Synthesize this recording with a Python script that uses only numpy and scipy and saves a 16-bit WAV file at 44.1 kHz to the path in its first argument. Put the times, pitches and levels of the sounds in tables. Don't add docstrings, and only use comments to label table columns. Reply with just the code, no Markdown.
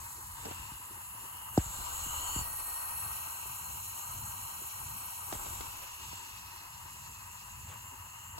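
import sys
import numpy as np
from scipy import signal
from scipy.fft import rfft, irfft, next_fast_len
from scipy.io import wavfile

SR = 44100
rng = np.random.default_rng(int(sys.argv[2]) if len(sys.argv) > 2 else 0)


def inscribe(sig):
    pcm = np.round(np.clip(np.atleast_2d(sig).T, -1, 1) * 32767)
    wavfile.write(sys.argv[1], SR, pcm.astype(np.int16))


N = 369999
TIME = np.arange(N) / SR
FFT_SIZE = next_fast_len(N, True)
FREQS = np.maximum(np.arange(FFT_SIZE // 2 + 1) * SR / FFT_SIZE, 1)

# f/Hz, left lead/cycles, coherence/0-1, left minus right/dB
PAIR_FAR = [(447, 0.018, 0.53, -1), (980, 0.2, 0.85, 7), (1385, 0.27, 0.93, 6.5), (1820, 1.29, 0.96, 2),
            (2360, 1.37, 0.76, 7), (2670, 1.41, 0.84, -3.5), (3940, 1.61, 0.37, 8), (3900, 1.91, 1, -5),
            (4700, 1.64, 0.21, 3), (5150, 2.51, 0.31, -1)]
# from f/Hz, in phase at f/Hz, lag/s
TREBLE_PAIR = (6250, 6820, .000223)
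# t/s, middle level/dB, presence level/dB
BAND_LEVELS = [(0, -57.5, -54.5), (.9, -62, -58), (1.55, -62, -57.5), (1.85, -56, -58.5), (2.4, -55, -56.5),
               (3.1, -53.5, -54), (3.701, -55.5, -49.5), (5.2, -54.5, -54), (5.9, -54, -57),
               (6.9, -57, -55.5), (8.39, -63.5, -54.5)]
# start t/s, end t/s, attack/s, release/s, sway level/dB, rubbing level/dB,
# lift of the middle/dB, lift of the presence/dB
GRIPS = [(0.356, 0.602, 0.027, 0.26, -77, -59, 5, 5), (1.536, 2.414, 0.017, 0.0076, -52.5, -68, 5, 12),
         (1.88, 2.415, 0.074, 0.011, -53, -69, -3, 1.5), (5.285, 5.62, 0.026, 0.12, -56, -60, 2, 7),
         (5.99, 6.193, 0.036, 0.084, -73, -68, 2.5, 5.5)]

REFERENCE_CM = 10
RUSH_DB, RUSH_ROOM_DB, SIZZLE_DB, SIZZLE_ROOM_DB = -54.5, -54, -48.5, -67.5
RUSH_LIFT_SHARE = 0.27
CROSSOVER_CM, CROSSOVER_POWER = 9.4, 8.2
BOUNCE_S, BOUNCE_S_PER_CM, BOUNCE_STRENGTH = 0.000707, .000045, .16
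STANDING_RATIO, STANDING_UPPER_DB, STANDING_WIDTH_HZ = 1.125, -2, 700
HAND_RING_WIDTH_HZ, SHEEN_WIDTH_HZ = 420, 1000
WHISTLE_HZ, WHISTLE_WIDTH_HZ = 1886, 71.7
UPPER_WHISTLE_WIDTH_HZ, SHRILL_WIDTH_HZ = 150, 330
WHISTLE_DB, WHISTLE_FALL_POWER, WHISTLE_ROOM_DB = -79.5, 2.77, -69
RUMBLE_DB = -57.5
STILL_SWAY_DB, STILL_RUB_DB = -80, -71
SWAY_RELEASE_S = 0.31
SNAP_DELAY_S, SNAP_S, SNAP_DB, SNAP_HZ, SNAP_WIDTH_HZ = 0.0019, 0.0006, -20, 5500, 2300
CRISP_HZ, CRISP_WIDTH_HZ = 2900, 2600
CUTOFF_HZ = 15800


def from_db(db):
    return 10 ** (np.asarray(db) / 20)


def rms_one(x):
    return x / np.sqrt(np.mean(x ** 2) + 1e-20)


def in_time(rows):
    s, *columns = np.transpose(rows)
    return [np.interp(TIME, s, column) for column in columns]


def in_frequency(rows):
    hz, *columns = np.transpose(rows)
    return [np.interp(np.log(FREQS), np.log(hz), column) for column in columns]


def white():
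    return rfft(rng.standard_normal(FFT_SIZE))


def to_time(spectrum):
    return irfft(spectrum, FFT_SIZE)[..., :N]


def drift(rate_hz):
    return rms_one(to_time(white() / (1 + (FREQS / rate_hz) ** 2)))


def spread(mid, side, side_db):
    return rms_one(mid + from_db(side_db) * side * np.array([[1], [-1]]))


def coloured(spectrum, side_db):
    fade = 1 + (FREQS / (2 * spectrum[-1][0])) ** 2
    gain = from_db(in_frequency(spectrum)[0]) / fade
    mid, side = to_time(white() * gain), to_time(white() * gain)
    return spread(mid, side, side_db)


def breathy(hz, width_hz, side_db):
    phase = 2 * np.pi * np.cumsum(hz + width_hz / 10 * drift(2)) / SR
    mid, side = [drift(width_hz / 2) * np.cos(phase) + drift(width_hz / 2) * np.sin(phase)
                 for _ in range(2)]
    return spread(mid, side, side_db)


def resonate(x, hz, width):
    return signal.lfilter(*signal.iirpeak(hz, hz / width, fs=SR), x)


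def resonant_noise(hz, width):
    once = resonate(rng.standard_normal(N), hz, width)
    return rms_one(resonate(once, hz, width))


def delayed(x, seconds):
    return np.array([np.interp(TIME - seconds, TIME, channel) for channel in x])


def held(start, end, attack_s, release_s):
    attack = 1 - np.exp(-np.maximum(TIME - start, 0) / attack_s)
    return attack * np.exp(-np.maximum(TIME - end, 0) / release_s)


def grip_lifts():
    return sum(np.outer(grip[6:], held(*grip[:4])) for grip in GRIPS)


def leak(distance_cm, flutter_db, flutter_rate_hz, sizzle_flutter_db):
    # f/Hz, width/Hz, lift close up/dB, lift from afar/dB
    port = [(941.6, 330, 19.5, 21), (1227, 300, 7.5, 9.5), (1520, 100, 6, 9), (1820, 160, -21, 2.5),
            (2140, 320, -2, 7.5), (2380, 110, -2.5, -10), (2550, 45, 6.5, 16.5), (3620, 690, -12, -1.5),
            (4244, 150, -12.5, 9), (4900, 380, -18.5, 4.5), (5810, 530, 3, 9), (6000, 110, -13, -2),
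            (6490, 210, 16, 7.5), (7057, 330, 10.5, 3.5), (7240, 140, 4, 9), (8090, 103, 6.5, 6),
            (12070, 1800, 6.5, 6)]
    # f/Hz, left lead/cycles, coherence/0-1, left minus right/dB
    pair_near = [(440, 0.024, 0, 2), (810, 0.19, 1, 5), (1047, 0.5, 0.59, 7.5), (1200, 0.86, 0.24, 37),
                 (1475, 1.47, 0.68, 7), (1647, 2.33, 1, 8), (2127, 3.71, 0.75, 5), (2420, 4.54, 0.66, 1),
                 (3170, 5.32, 1, 9), (3780, 5.76, 0.5, -9), (4100, 6.1, 0.96, -5), (4690, 7.02, 0.7, -2),
                 (4730, 7.5, 1, -10), (5930, 7.5, 0.03, 7.5)]
    closeness = 1 / (1 + (distance_cm / CROSSOVER_CM) ** CROSSOVER_POWER)
    near = through_port(pair_near, [(hz, width, db) for hz, width, db, _ in port])
    far = through_port(PAIR_FAR, [(hz, width, db) for hz, width, _, db in port])
    *lower, sizzle = [(np.sqrt(closeness) * a + np.sqrt(1 - closeness) * b) * gain
                      for a, b, gain in zip(near, far, register_gains(distance_cm))]
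    rush, middle, presence = [band * from_db(flutter_db * drift(flutter_rate_hz)) for band in lower]
    sizzle = bounced(sizzle * from_db(sizzle_flutter_db * drift(34)), distance_cm)
    reflected = echoes_off_parts(middle + presence + sizzle + deflected(), strength=.1,
                                 nearest_s=.002, farthest_s=.011, wander_s=.00003, count=9)
    return rush + reflected


def through_port(layout, resonances):
    register_hz = [150, 2200, 6200, 8000, 17000]
    # f/Hz, relative level per Hz/dB
    jet = [(180, -18), (400, -22), (800, -17), (1300, -12), (2200, -12.5), (3600, -8.5), (5200, -13.5),
           (6200, -13.5), (7700, -2)]
    # f/Hz, relative level per Hz/dB
    top_end = [(8500, -4.5), (9600, -4), (10700, -6), (11600, -6), (12600, -5), (13600, -4), (14200, -8),
               (15500, -11)]
    lift_db = sum(db / (1 + (2 * (FREQS - hz) / width) ** 2) for hz, width, db in resonances)
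    air = at_two_openings(layout) * from_db(in_frequency(jet + top_end)[0] + lift_db)
    return [rms_one(to_time(air * ((FREQS >= low) & (FREQS < high))))
            for low, high in zip(register_hz, register_hz[1:])]


def at_two_openings(layout):
    lead, coherence, balance_db = in_frequency(layout)
    from_hz, in_phase_hz, lag_s = TREBLE_PAIR
    treble = FREQS > from_hz
    lead = np.where(treble, (in_phase_hz - FREQS) * lag_s, lead)
    shared = np.where(treble, 1, np.clip(coherence, 0, 1))
    left = np.where(treble, 1, from_db(balance_db))
    pair = np.sqrt(shared) * white() + np.sqrt(1 - shared) * np.array([white(), white()])
    shifted_left = pair[0] * left * np.exp(2j * np.pi * lead)
    return np.array([shifted_left, pair[1]]) / np.sqrt(1 + left ** 2)


def register_gains(distance_cm):
    nearness = REFERENCE_CM / distance_cm
    middle_db, presence_db = in_time(BAND_LEVELS)
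    _, presence_lift_db = grip_lifts()
    rush = np.hypot(from_db(RUSH_DB) * nearness, from_db(RUSH_ROOM_DB))
    rush = rush * from_db(RUSH_LIFT_SHARE * presence_lift_db)
    sizzle = np.hypot(from_db(SIZZLE_DB) * nearness, from_db(SIZZLE_ROOM_DB))
    return rush, from_db(middle_db), from_db(presence_db), sizzle


def bounced(x, distance_cm):
    echo = delayed(x, BOUNCE_S + BOUNCE_S_PER_CM * distance_cm)
    strength = BOUNCE_STRENGTH * REFERENCE_CM / distance_cm
    return (x + strength * echo) / np.sqrt(1 + strength ** 2)


def deflected():
    _, *bands, _ = through_port(PAIR_FAR, [])
    total = 0
    for band, level_db, lift_db in zip(bands, in_time(BAND_LEVELS), grip_lifts()):
        added = np.sqrt(np.maximum(from_db(lift_db) ** 2 - 1, 0))
        total = total + band * from_db(level_db) * added
    return total


def echoes_off_parts(x, strength, nearest_s, farthest_s, wander_s, count):
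    lags = rng.uniform(nearest_s, farthest_s, count)
    echoes = sum(delayed(x, lag + wander_s * drift(0.97)) for lag in lags)
    return (x + strength * echoes) / np.sqrt(1 + count * strength ** 2)


def gliding_resonances():
    # t/s, f/Hz, level/dB
    standing = [(0, 8350, -53), (.6, 8800, -56), (1.1, 9100, -53), (1.65, 8700, -57), (2.0, 8350, -52),
                (2.35, 8700, -51), (2.6, 9000, -46.5), (3.05, 9080, -46), (3.32, 8400, -53),
                (3.6, 8880, -56), (5.1, 8850, -56), (5.35, 8500, -53), (5.9, 8700, -65), (8.39, 9000, -68)]
    # t/s, f/Hz, level/dB
    hand_ring = [(1.5, 7080, -75), (1.62, 7160, -50), (1.86, 7150, -60), (2.0, 6650, -48), (2.2, 6860, -48),
                 (2.39, 7100, -40.5), (2.48, 7400, -70), (5.25, 7840, -70), (5.46, 7240, -53),
                 (5.7, 7230, -57), (5.85, 6600, -60), (6.1, 6550, -59), (6.4, 6500, -68)]
    # t/s, centre f/Hz, level/dB
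    sheen = [(0, 13250, -56), (1.1, 13350, -53), (1.8, 13000, -61), (2.8, 13500, -55), (4.5, 13700, -54.5),
             (5.4, 13450, -58), (6.8, 13400, -63), (8.0, 14500, -63)]
    standing_hz, standing_db = in_time(standing)
    bands = [(standing_hz, standing_db, STANDING_WIDTH_HZ),
             (standing_hz * STANDING_RATIO, standing_db + STANDING_UPPER_DB, STANDING_WIDTH_HZ),
             (*in_time(hand_ring), HAND_RING_WIDTH_HZ),
             (*in_time(sheen), SHEEN_WIDTH_HZ)]
    right = sum(from_db(db) * breathy(hz, width, side_db=0)[0] for hz, db, width in bands)
    _, in_phase_hz, lag_s = TREBLE_PAIR
    late = np.exp(2j * np.pi * (in_phase_hz - FREQS) * lag_s)
    left = to_time(rfft(right, FFT_SIZE) * late)
    return np.array([left, right])


def singing(distance_cm, left_db):
    # t/s, centre f/Hz, level/dB
    shrill_curve = [(0, 2830, -90), (.35, 2863, -64), (.5, 2740, -52), (.9, 2820, -60.5),
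                    (1.45, 2850, -55.5), (1.75, 2850, -58), (2.1, 2920, -48), (2.39, 2920, -46.5),
                    (2.48, 2640, -63), (3.1, 2685, -54), (3.5, 2782, -56.5), (5.2, 2790, -61.5),
                    (5.6, 2740, -57.5), (6.0, 2768, -54), (6.6, 2780, -59), (8.39, 2733, -56.5)]
    # t/s, f/Hz, level/dB
    upper_curve = [(0, 4440, -68), (.8, 4210, -80), (1.5, 4390, -71), (1.8, 4220, -58), (2.15, 4150, -56.5),
                   (2.39, 4450, -51), (2.48, 4300, -58.5), (3.0, 4240, -58.5), (3.4, 4170, -60.5),
                   (5.0, 4210, -63), (5.4, 4280, -68), (6.2, 4260, -73), (7.0, 4266, -85),
                   (8.39, 4230, -73)]
    direct = from_db(WHISTLE_DB) * (REFERENCE_CM / distance_cm) ** WHISTLE_FALL_POWER
    whistle_gain = np.hypot(direct, from_db(WHISTLE_ROOM_DB))
    shrill_hz, shrill_db = in_time(shrill_curve)
    upper_hz, upper_db = in_time(upper_curve)
    whistle = whistle_gain * breathy(WHISTLE_HZ, WHISTLE_WIDTH_HZ, side_db=3.0)
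    shrill = from_db(shrill_db) * breathy(shrill_hz, SHRILL_WIDTH_HZ, side_db=3.0)
    upper = from_db(upper_db) * breathy(upper_hz, UPPER_WHISTLE_WIDTH_HZ, side_db=-2)
    return (whistle + shrill) * from_db([[left_db], [-left_db]]) + upper


def garage(waver_db):
    # f/Hz, relative level per Hz/dB
    rumble = [(15, -32), (30, -43), (48, -4), (70, -3.5), (98, -0.5), (125, -6.5), (165, -13.5), (260, -22),
              (450, -70)]
    return from_db(RUMBLE_DB + waver_db * drift(2.5)) * coloured(rumble, side_db=-14.0)


def handling(grit_db):
    # f/Hz, relative level per Hz/dB
    sway_colour = [(12, -5), (30, -5), (48, 2), (80, 2), (200, -51), (500, -19.5)]
    # f/Hz, relative level per Hz/dB
    rub_colour = [(80, -22), (170, 0), (330, 9.5), (700, -5), (1500, -6), (3000, -36), (8000, -38)]
    sway, rubbing = from_db(STILL_SWAY_DB), from_db(STILL_RUB_DB)
    for start, end, attack_s, release_s, sway_db, rub_db, _, _ in GRIPS:
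        sway = np.hypot(sway, from_db(sway_db) * held(start, end, attack_s, SWAY_RELEASE_S))
        rubbing = np.hypot(rubbing, from_db(rub_db) * held(start, end, attack_s, release_s))
    slips = rms_one(coloured(rub_colour, side_db=-5) * from_db(grit_db * drift(11.6)))
    return sway * coloured(sway_colour, side_db=-8) + rubbing * slips


def knocks(rise_s, glide_cycles, rest_hz, tick_s):
    # t/s, thump level/dB, starting pitch above the resting pitch f/Hz, decay/s, contact tick level/dB
    knock_list = [(0.452, -51, 2400, 0.0035, -52), (0.454, -43, 1310, 0.015, -41),
                  (0.511, -39, 620, 0.0061, -42), (0.596, -39, 130, 0.019, -68),
                  (0.719, -41, 230, 0.014, -70), (1.576, -12, 1710, 0.012, -32),
                  (1.663, -36, 111, 0.022, -70), (1.788, -39, 126, .035, -70),
                  (2.063, -40, 448, 0.014, -58), (2.361, -32, 580, 0.023, -64),
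                  (2.389, -33, 221, 0.011, -66), (2.413, -33.5, 140, 0.018, -70),
                  (5.3262, -34, 2700, 0.0068, -39), (5.335, -44, 895, 0.0091, -46),
                  (5.351, -41, 280, .02, -49), (5.458, -52, 800, .009, -44),
                  (5.505, -40, 147.7, 0.012, -70), (5.607, -41, 1100, 0.0039, -42),
                  (6.131, -44, 610, 0.0064, -46), (8.381, -58, 3220, 0.0028, -40)]
    # f/Hz, relative level per Hz/dB
    tick_colour = [(200, 4), (600, 6.5), (1400, 3.5), (2300, -20), (3500, -6.5), (6000, -1), (12000, -53)]
    thumps, touch, snaps = np.zeros((3, N))
    for s, thump_db, start_hz, decay_s, tick_db in knock_list:
        at = int(s * SR)
        t = TIME[:min(SR // 4, N - at)]
        here = slice(at, at + len(t))
        cycles = glide_cycles * np.log1p(start_hz * t / glide_cycles) + rest_hz * t
        swell = (1 - np.exp(-t / rise_s)) * np.exp(-t / decay_s)
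        thumps[here] += from_db(thump_db) * swell * np.sin(2 * np.pi * cycles)
        touch[here] += from_db(tick_db) * np.exp(-t / tick_s)
        snap = (t > SNAP_DELAY_S) * np.exp(-np.abs(t - SNAP_DELAY_S) / SNAP_S)
        snaps[here] += from_db(thump_db + SNAP_DB) * snap
    crack = resonant_noise(SNAP_HZ, SNAP_WIDTH_HZ)
    return thumps + touch * coloured(tick_colour, side_db=9.5) + snaps * crack


def case_ring(x):
    # f/Hz, width/Hz, level over the direct knock/dB
    modes = [(310, 63, -2), (756, 87, 6)]
    rung = x + sum(from_db(db) * resonate(x, hz, width) for hz, width, db in modes)
    return signal.sosfilt(signal.butter(1, 18, "high", fs=SR, output="sos"), rung)


def scuffs(grit_db):
    # t/s, level/dB, half length/s, crisp edge level/dB
    scuff_list = [(0.456, -49.5, .004, -56), (0.497, -55, 0.014, -64), (0.518, -51, .012, -64),
                  (1.6, -48, .016, -68), (5.3275, -35.5, .002, -49), (5.35, -51, .025, -63),
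                  (5.465, -55, 0.011, -59), (5.611, -50, 0.004, -49), (5.835, -53, .02, -66),
                  (7.712, -57, 0.04, -62)]
    # f/Hz, relative level per Hz/dB
    scuff_colour = [(150, -16), (600, 0.5), (1100, -8), (2000, -6.5), (3200, -7), (5000, -32), (9000, -52)]
    body = coloured(scuff_colour, side_db=-4.0)
    edge = resonant_noise(CRISP_HZ, CRISP_WIDTH_HZ)
    strokes = 0
    for s, db, length, crisp_db in scuff_list:
        envelope = np.exp(-((TIME - s) / length) ** 2)
        strokes = strokes + (from_db(db) * body + from_db(crisp_db) * edge) * envelope
    return strokes * rms_one(from_db(grit_db * drift(200)))


def scene():
    # t/s, distance/cm
    distance_curve = [(0, 10), (.5, 13.7), (.9, 14.4), (1.55, 8.7), (2.0, 5.14), (2.5, 4.13), (3.05, 3.98),
                      (3.4, 6.2), (5.1, 6.2), (5.6, 7), (6.3, 15.5), (8.39, 21)]
    distance_cm, = in_time(distance_curve)
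    air = leak(distance_cm, flutter_db=1.41, flutter_rate_hz=15.0, sizzle_flutter_db=1.06)
    tones = singing(distance_cm, left_db=1.0)
    bumps = case_ring(knocks(rise_s=0.0018, glide_cycles=1.19, rest_hz=12.0, tick_s=0.0072))
    touches = bumps + scuffs(grit_db=-0.5) + handling(grit_db=6.0)
    return air + gliding_resonances() + tones + touches + garage(waver_db=3.5)


def record(dry):
    return signal.sosfilt(signal.ellip(12, .1, 80, CUTOFF_HZ, fs=SR, output="sos"), dry)


dry = scene()
out = record(dry)
inscribe(out)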